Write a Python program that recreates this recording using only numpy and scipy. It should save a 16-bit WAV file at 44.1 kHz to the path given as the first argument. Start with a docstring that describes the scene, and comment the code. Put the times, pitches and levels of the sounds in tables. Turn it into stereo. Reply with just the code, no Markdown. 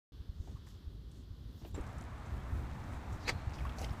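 """Low rumble on a hand-held microphone and a faint hiss, mostly left: a quiet lawn, walking behind a small dog.
Then the concrete bank of a lake, with distant traffic carrying over the water. The walk jolts the
microphone, and grit, twigs and stones scrape and tick underfoot. A shoe scuffs once close by, among
thin squeaks. Last, the dog's paws splash in the shallows, throwing drops and setting bubbles ringing."""
import sys
import numpy as np
from scipy import signal
from scipy.fft import rfft, irfft, next_fast_len
from scipy.io import wavfile
from scipy.ndimage import map_coordinates

SR = 44100
rng = np.random.default_rng(int(sys.argv[2]) if len(sys.argv) > 2 else 0)


def master(y):
    """Save y as 16-bit WAV."""
    cut = np.clip(np.atleast_2d(y).T, -1, 1)
    pcm = np.round(cut * 32767)  # scale
    wavfile.write(sys.argv[1], SR, pcm.astype(np.int16))


N = 176400
T = np.arange(N) / SR
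LAWN_S, SHORE_S = 0.12, 1.743  # when each place is first heard


def amp(db):
    """Decibels to gain."""
    return 10 ** (np.asarray(db) / 20)


def unit(x):
    """Scale to rms 1."""
    return x / np.sqrt(np.mean(x ** 2) + 1e-20)


def pan(db):
    """Left and right gains for a pan in dB; positive is to the left."""
    return amp(np.array([[.5], [-.5]]) * db)


def along(points, hz):
    """Read (Hz, value) points on a log frequency axis."""
    knots_hz, values = np.transpose(points)
    return np.interp(np.log(hz + 1), np.log(knots_hz + 1), values)


def level(rows):
    """Gain per sample from (seconds, dB) points."""
    return amp(np.interp(T, *np.transpose(rows)))


def wobble(rate):
    """A smooth random curve, rate knots a second."""
    return map_coordinates(rng.standard_normal(400), [T * rate], mode="mirror")


def after(start):
    """A gate that opens over 2 ms."""
    return np.clip((T - start) / .002, 0, 1)


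def burst(start, t60, attack_s):
    """A quick rise, then a decay of 60 dB in t60 seconds."""
    age = np.maximum(T - start, 0)
    return (1 - np.exp(-age / attack_s)) * np.exp(-np.log(1000) * age / t60)


def filtered(x, response):
    """Pass x through a complex response of frequency."""
    size = next_fast_len(N + SR // 2)
    return irfft(rfft(x, size) * response(np.fft.rfftfreq(size, 1 / SR)), size)[..., :N]


def noise(tone, grain_db=0):
    """Coloured noise of rms 1; grain_db breaks it into tiny clicks."""
    grains = np.repeat(rng.standard_normal(N // 16 + 1), 16)[:N]
    white = rng.standard_normal(N) * amp(grain_db * grains)
    return unit(filtered(white, lambda hz: amp(along(tone, hz))))


def band(centre_hz, octaves, skirt_db, grain_db=0):
    """Noise of rms 1 in a hump around a centre frequency, with broad skirts."""
    hz = np.geomspace(20, 20000, 64)
    away = np.log2(hz / centre_hz) / octaves
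    hump = np.exp(-.5 * away ** 2) + amp(skirt_db) / (1 + (away / 3) ** 2)
    return noise(np.transpose([hz, 20 * np.log10(hump)]), grain_db)


def wide(tone, coherence):
    """Stereo noise of rms 1, its two sides as alike as the (Hz, coherence) points say."""
    def mid_side_gains(hz):
        angle = np.arccos(np.clip(along(coherence, hz), -1, 1)) / 2
        return np.array([np.cos(angle), np.sin(angle)])
    mid, side = filtered(np.array([noise(tone), noise(tone)]), mid_side_gains)
    return unit(np.array([mid + side, mid - side]))


SHOE_LAG_S, DOG_LAG_S = 0.00043, 0.00038  # left channel behind right
def from_below(x, lag_s, treble_pan_db, lag_below_hz=5500, scatter_db=-9):
    """A source below the microphone: all but its treble reaches the left late; the bank scatters it."""
    late_early = np.array([[-1j], [1j]])
    direct = filtered(x, lambda hz: np.exp(late_early * np.pi * hz * lag_s * (hz < lag_below_hz)))
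    tail = (rng.standard_normal((2, N)) * burst(0.0013, t60=.03, attack_s=0.00025))[:, :SR // 8]
    scatter = signal.fftconvolve(x[None], tail / np.linalg.norm(tail[0]), axes=1)[:, :N]
    lean = [(2500, 0), (4500, treble_pan_db)]
    return filtered(direct + amp(scatter_db) * scatter, lambda hz: pan(along(lean, hz)))


# The air over the lawn, on each side of the microphone. Each row: frequency in Hz, relative level in dB.
HISS_LEFT_TONE = [(100, 12.5), (600, -5), (1100, 1), (1900, -5), (2350, -10.5), (3300, 1), (4500, -2.5),
                  (6500, -14), (9000, -23), (13500, -28), (15500, -28)]
HISS_RIGHT_TONE = [(100, 15), (900, -1), (2000, -0.5), (4500, -3.5), (7000, -14), (10000, -7), (13000, 3.5),
                   (15500, -5.5)]
def lawn_hiss():
    """A faint, wavering hiss on the lawn, mostly on the left."""
    hiss = np.array([amp(-60.5) * noise(HISS_LEFT_TONE), amp(-75.5) * noise(HISS_RIGHT_TONE)])
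    return hiss * amp(0.94 * wobble(6.22)) * (after(LAWN_S) - after(SHORE_S))


# Far traffic, heard from the shore. Each row: frequency in Hz, relative level in dB.
TRAFFIC_TONE = [(60, 4.5), (400, -2), (750, 2.5), (1300, 0.5), (2000, -6), (2900, -14), (3700, -13),
                (5000, -20), (7500, -25.5), (10000, -34.5), (15500, -45)]
# Its width. Each row: frequency in Hz, left-right coherence.
TRAFFIC_COHERENCE = [(200, 1), (480, 0.43), (750, 0.87), (1200, 0.34), (2400, 0.5), (3200, -0.16),
                     (4900, -0.046), (5800, 0.43), (8000, 0.91), (8700, 0.38), (15000, 0.41)]
# Its direction. Each row: frequency in Hz, pan in dB.
TRAFFIC_BALANCE = [(300, -1.5), (3000, 1.5), (6000, -1.5), (9000, -7), (14000, -13)]
# Its slow swell. Each row: time in seconds, level in dB.
TRAFFIC_SWELL = [(1.75, -53), (2.1, -53), (2.7, -52), (3.3, -51), (4.0, -50.5)]
def traffic():
    """Distant traffic carries across the lake as a wide, flickering wash."""
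    wash = filtered(wide(TRAFFIC_TONE, TRAFFIC_COHERENCE), lambda hz: pan(along(TRAFFIC_BALANCE, hz)))
    return wash * level(TRAFFIC_SWELL) * amp(0.37 * wobble(27.1)) * after(SHORE_S)


# Rumble right at the microphone, in each place. Each row: frequency in Hz, relative level in dB.
LAWN_RUMBLE_TONE = [(20, -45), (50, 4), (90, -3.5), (150, -11.5), (300, -18), (450, -26.5), (800, -41.5),
                    (2000, -58.5)]
SHORE_RUMBLE_TONE = [(20, -16), (38, -20.5), (52, -2), (68, 0), (88, -6.5), (120, -9), (165, -16.5),
                     (280, -19.5), (500, -35.5), (1500, -59.5)]
# Its rise and fall along the walk. Each row: time in seconds, level in dB.
RUMBLE_SWELL = [(.12, -54.5), (.42, -45), (.7, -49.5), (1.0, -49), (1.6, -48), (1.8, -44), (2.1, -45.5),
                (2.5, -43.5), (3.0, -42), (3.4, -44), (4.0, -41)]
def rumble():
    """Air and handling shake the microphone: wide and leftward on the lawn, central at the shore."""
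    lawn = wide(LAWN_RUMBLE_TONE, coherence=[(60, 0.1)]) * pan(8.3) * (after(LAWN_S) - after(SHORE_S))
    shore = wide(SHORE_RUMBLE_TONE, coherence=[(100, 0.99), (400, 0.93)]) * after(SHORE_S)
    return (lawn + shore) * level(RUMBLE_SWELL) * amp(1.9 * wobble(14))


# Bumps on the microphone. Each row: centre time in seconds, level in dB, pitch in Hz, pan in dB.
MIC_JOLTS = [(0.208, -37, 65, 10), (0.298, -30, 66.6, 0), (0.406, -30.5, 62, 4), (0.55, -40, 106, -10),
             (.878, -34, 64, 6), (1.312, -37, 74.6, 14.5), (1.63, -42, 129, 1), (1.657, -41, 332, -5),
             (1.75, -43, 55, 12), (1.78, -34, 320, 0), (1.787, -33.5, 300, 2), (1.795, -38, 320, 0),
             (1.81, -32.5, 54, 7), (1.821, -44, 150, 2), (3.328, -30.5, 69, 1), (3.478, -26.5, 78, 0),
             (3.915, -31.5, 110, 0.5)]
def jolts():
    """The walk jolts the microphone, each time through about one low cycle."""
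    out = np.zeros((2, N))
    for centre, db, hz, pan_db in MIC_JOLTS:
        cycles = (T - centre) * hz
        out -= pan(pan_db) * amp(db) * np.sin(2 * np.pi * cycles) * np.exp(-(cycles / 0.48) ** 2)
    return out


# Grass and clothing near the microphone.
# Each row: centre time in seconds, level in dB, half-width in seconds, band centre in Hz, pan in dB.
BRUSHES = [(0.48, -81, 0.11, 6050, 24), (0.569, -73, 0.016, 1100, 23), (0.664, -79, 0.0034, 1310, 14),
           (0.692, -81, 0.032, 11000, 20), (0.7, -77, 0.047, 5130, 19), (1.172, -81.5, 0.061, 6850, 20),
           (1.59, -77.5, 0.071, 13500, 5), (1.62, -77.5, .06, 5600, 19), (1.662, -74, 0.013, 2820, 3),
           (1.68, -70, .025, 13600, -5), (2.94, -75, 0.041, 7360, -17), (3.132, -71, 0.027, 6400, -9),
           (3.235, -62.5, 0.033, 4660, -2)]
def rustle():
    """Grass and clothing brush in light, grainy swells."""
    out = np.zeros((2, N))
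    for centre, db, half_width, hz, pan_db in BRUSHES:
        swell = amp(db) * np.exp(-((T - centre) / half_width) ** 2)
        out += pan(pan_db) * swell * band(hz, octaves=0.27, skirt_db=-8, grain_db=3)
    return out


# Loose grains on the bank, a little to the right. Each row: frequency in Hz, relative level in dB.
GRAIN_TONE = [(500, -20), (2500, 14.5), (6000, -4), (8500, 0), (10500, -14), (15000, -17)]
def crackle(hits_per_s=70, spread_db=3.5, life_s=.0012):
    """Loose grains tick at random on the concrete."""
    hits = rng.random(N) < hits_per_s / SR
    strengths = amp(spread_db * np.clip(rng.standard_normal(N), -2, 1))
    decays = signal.lfilter([1], [1, -np.exp(-1 / (life_s * SR))], hits * strengths)
    return pan(-4.5) * amp(-74.5) * unit(decays * noise(GRAIN_TONE)) * after(SHORE_S)


# Grit underfoot. Each row: start in seconds, level in dB, 60 dB decay in seconds, pan in dB.
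SCRAPES = [(0.666, -75, 0.38, 25), (1.66, -72, 0.55, 11), (1.744, -63, 0.22, -5), (1.865, -66.5, .25, -4),
           (2.255, -68.5, 0.17, -7), (2.92, -74, 0.23, -10), (3.125, -61.5, 0.15, -9)]
# Its colour. Each row: frequency in Hz, relative level in dB.
SCRAPE_TONE = [(300, 10), (1400, 6), (3000, -1), (7500, 9.5), (10000, -4.5), (15000, -10)]
def grit():
    """Grit scrapes underfoot in bursts of grainy noise."""
    envelope = sum(pan(pan_db) * amp(db) * burst(start, t60, attack_s=0.00039)
                   for start, db, t60, pan_db in SCRAPES)
    return envelope * noise(SCRAPE_TONE, grain_db=5.5)


def snap(start, db, t60, centre_hz):
    """A tiny hard impact: a sharp rise and a brief ring of noise around one pitch."""
    return amp(db) * burst(start, t60, attack_s=.0003) * band(centre_hz, octaves=.35, skirt_db=-20)


# Twigs and stones along the way.
# Each row: start in seconds, level in dB, 60 dB decay in seconds, band centre in Hz, pan in dB.
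TWIG_TICKS = [(.474, -59, .04, 750, 10), (.669, -57, .045, 1300, 16), (1.115, -65, .015, 7200, 18),
              (1.1205, -66, .012, 7500, 18), (1.646, -45, .05, 560, 0), (1.648, -57, .04, 2850, 3),
              (1.711, -63, .012, 7000, 10), (1.81, -60, .025, 7500, 0), (1.93, -60, .015, 6500, -3),
              (1.9828, -55.5, .025, 7000, -7), (2.0105, -51, .014, 6500, -4), (2.021, -58, .016, 8000, -4),
              (2.039, -58, .012, 6500, 0), (2.182, -61, .012, 7000, -4), (2.839, -59, .014, 6000, -5)]
def twigs():
    """Twigs and small stones tick and knock underfoot."""
    return sum(pan(pan_db) * snap(start, db, t60, hz) for start, db, t60, hz, pan_db in TWIG_TICKS)


# Steps close by. Each row: start in seconds, level in dB, 60 dB decay in seconds, pan in dB.
FOOTFALLS = [(.474, -56, 0.26, 9.5), (1.614, -53.5, 0.23, 9), (1.645, -54.5, 0.24, 5),
             (1.744, -43.5, 0.16, 0), (1.775, -47.5, 0.32, -3), (2.009, -43, 0.034, 7)]
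# Their colour. Each row: frequency in Hz, relative level in dB.
FOOTFALL_TONE = [(60, -3), (200, 3), (320, 1.5), (450, -5), (700, -6.5), (1400, -17), (2800, -21.5),
                 (5000, -38), (15000, -44)]
def footfalls():
    """Feet land softly in dull, wide thuds."""
    envelope = sum(pan(pan_db) * amp(db) * burst(start, t60, attack_s=0.0019)
                   for start, db, t60, pan_db in FOOTFALLS)
    return envelope * wide(FOOTFALL_TONE, coherence=[(300, 0.25), (3000, 0.2)])


# Thin squeaks from below, to the right.
# Each row: start in seconds, length in seconds, first pitch in Hz, last pitch in Hz, level in dB.
SQUEAK_GLIDES = [(1.742, 0.018, 7400, 7400, -56), (1.742, 0.019, 3680, 3700, -53),
                 (2.378, 0.051, 3310, 3280, -55), (3.247, 0.036, 3730, 4400, -45),
                 (3.291, 0.038, 3400, 3500, -46), (3.3, .15, 4180, 4170, -65)]
def squeaks(width_hz=450):
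    """Short, rough squeaks: narrow bands of noise, most of them gliding."""
    out = np.zeros(N)
    for start, length, first_hz, last_hz, db in SQUEAK_GLIDES:
        progress = np.clip((T - start) / length, 0, 1)
        phase = 2 * np.pi * np.cumsum(first_hz + (last_hz - first_hz) * progress) / SR
        tone = wobble(width_hz) * np.sin(phase) + wobble(width_hz) * np.cos(phase)
        arch = np.sqrt(np.abs(np.sin(np.pi * progress)) / 2)
        out += amp(db) * arch * tone
    return from_below(out, SHOE_LAG_S, treble_pan_db=-6)


# A sole catching, close below the microphone.
# Each row: peak time in seconds, level in dB, rise and fall time constants in seconds.
SOLE_CATCHES = [(3.2805, -29.5, .0012, .005), (3.291, -30, .013, .013), (3.2937, -25.5, .0004, .004)]
# The colour of sole on concrete. Each row: frequency in Hz, relative level in dB.
SOLE_TONE = [(100, 0), (300, -4), (430, 2), (850, 3), (1150, 12), (1450, 1), (1850, 3), (2400, -1.5),
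             (2900, -5.5), (3400, 0.5), (4300, -5), (5500, -11), (7500, -17), (9800, -29), (15000, -33)]
def scuff(echo_s=0.0063, echo_gain=0.26):
    """A sole catches on the concrete in one short rasp, which the ground throws back."""
    force = sum(amp(db) * np.exp(-np.maximum((peak - T) / rise, (T - peak) / fall))
                for peak, db, rise, fall in SOLE_CATCHES)
    rasp = force * noise(SOLE_TONE)
    echoed = filtered(rasp, lambda hz: 1 + echo_gain * np.exp(-2j * np.pi * hz * echo_s))
    return from_below(echoed, SHOE_LAG_S, treble_pan_db=-1.6)


# Spray in the shallows. Each row: time in seconds, level in dB.
SHEET_SWELL = [(3.76, -65), (3.79, -51.5), (3.825, -50), (3.85, -51), (3.875, -61), (4.0, -72)]
# Its colour. Each row: frequency in Hz, relative level in dB.
SHEET_TONE = [(200, -10), (600, 14.5), (1500, -1), (3600, -2.5), (6500, -6.5), (9000, -11), (15000, -18)]
def spray():
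    """A paw kicks up a sheet of water: one swell of slightly grainy noise."""
    return level(SHEET_SWELL) * after(SHEET_SWELL[0][0]) * noise(SHEET_TONE, grain_db=1)


def bubble(start, hz, db, t60, rise=0.25, flutter_db=3):
    """A pocket of air rings unevenly, its pitch rising as it nears the surface."""
    age = np.arange(SR // 8) / SR
    cycles = hz * (age + rise * age * age / (2 * t60))
    envelope = (1 - np.exp(-age / 0.001)) * np.exp(-np.log(1000) * age / t60)
    flutter = map_coordinates(rng.standard_normal(64), [age * 400], mode="mirror")
    ring = amp(db + flutter_db * flutter) * envelope * np.sin(2 * np.pi * cycles)
    return np.pad(ring, (int(start * SR), N))[:N]


# Drops on the lake. Each row: start in seconds, level in dB, 60 dB decay in seconds, band centre in Hz.
HEAVY_DROPS = [(3.496, -55, .012, 5500), (3.541, -54, .015, 4700), (3.6943, -49, .015, 3400),
               (3.7848, -43, .012, 5000), (3.7925, -45, .01, 5500), (3.8162, -45, .009, 6000),
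               (3.822, -46, .012, 5500), (3.8447, -37.5, .01, 5000), (3.8474, -41, .014, 3400),
               (3.8943, -47, .012, 3600)]
# Bubbles around the dog. Each row: start in seconds, pitch in Hz, level in dB, 60 dB decay in seconds.
AIR_BUBBLES = [(3.586, 2410, -51, 0.042), (3.606, 2160, -53, .03), (3.612, 1830, -48, .03),
               (3.652, 1070, -36, 0.032), (3.663, 1320, -45, 0.04), (3.783, 590, -39, .03),
               (3.818, 714, -37, .035), (3.826, 3850, -43, .022), (3.831, 440, -44, .04),
               (3.843, 510, -40, .03), (3.94, 1170, -47, .04)]
def drips():
    """Heavy drops smack the surface and air bubbles ring in the water."""
    return sum(snap(*row) for row in HEAVY_DROPS) + sum(bubble(*row) for row in AIR_BUBBLES)


# Paws and spray hitting the water at the foot of the bank.
# Each row: start in seconds, level in dB, 60 dB decay in seconds, band centre in Hz.
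PAW_SPLASHES = [(3.49, -57, 0.017, 2500), (3.535, -58.5, 0.41, 4560), (3.583, -52, 0.13, 2470),
                (3.649, -49.5, 0.18, 1300), (3.692, -50, 0.039, 2960), (3.784, -44.5, .05, 750),
                (3.815, -46, .12, 600), (3.83, -44, 0.03, 2680), (3.8427, -38, 0.025, 1900),
                (3.862, -52, 0.044, 3460), (3.925, -43.5, 0.086, 1080)]
def splashes(droplet_hz=3200, droplet_db=-47.5, ring_cycles=28):
    """Each splash is a grainy burst that scatters four droplets, which ring as tiny bubbles."""
    out = np.zeros(N)
    for start, db, t60, centre_hz in PAW_SPLASHES:
        envelope = amp(db) * burst(start, t60, attack_s=0.00084)
        out += envelope * band(centre_hz, octaves=.4, skirt_db=-13, grain_db=6)
        for flight, size, strength in rng.standard_normal((4, 3)):
            landing = start + 0.063 * abs(flight)
            hz = droplet_hz * np.exp(.5 * size)
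            out += bubble(landing, hz, droplet_db + 4 * strength, t60=ring_cycles / hz)
    return out


def paws():
    """The dog steps into the shallows, below the microphone and a little to the right."""
    water, dripping = spray() + splashes(), drips()
    return from_below(water, DOG_LAG_S, treble_pan_db=-3.5) + from_below(dripping, 0, treble_pan_db=-1.8)


def scene():
    """The walk from lawn to lake, in the open air."""
    background = rumble() + jolts() + lawn_hiss() + traffic()
    walk = twigs() + rustle() + footfalls() + grit() + crackle() + scuff() + squeaks()
    return background + walk + paws()


def record(dry, top_hz=15550):
    """The hand-held camera keeps nothing above its band limit."""
    return filtered(dry, lambda hz: hz < top_hz)


dry = scene()
out = record(dry)
master(out)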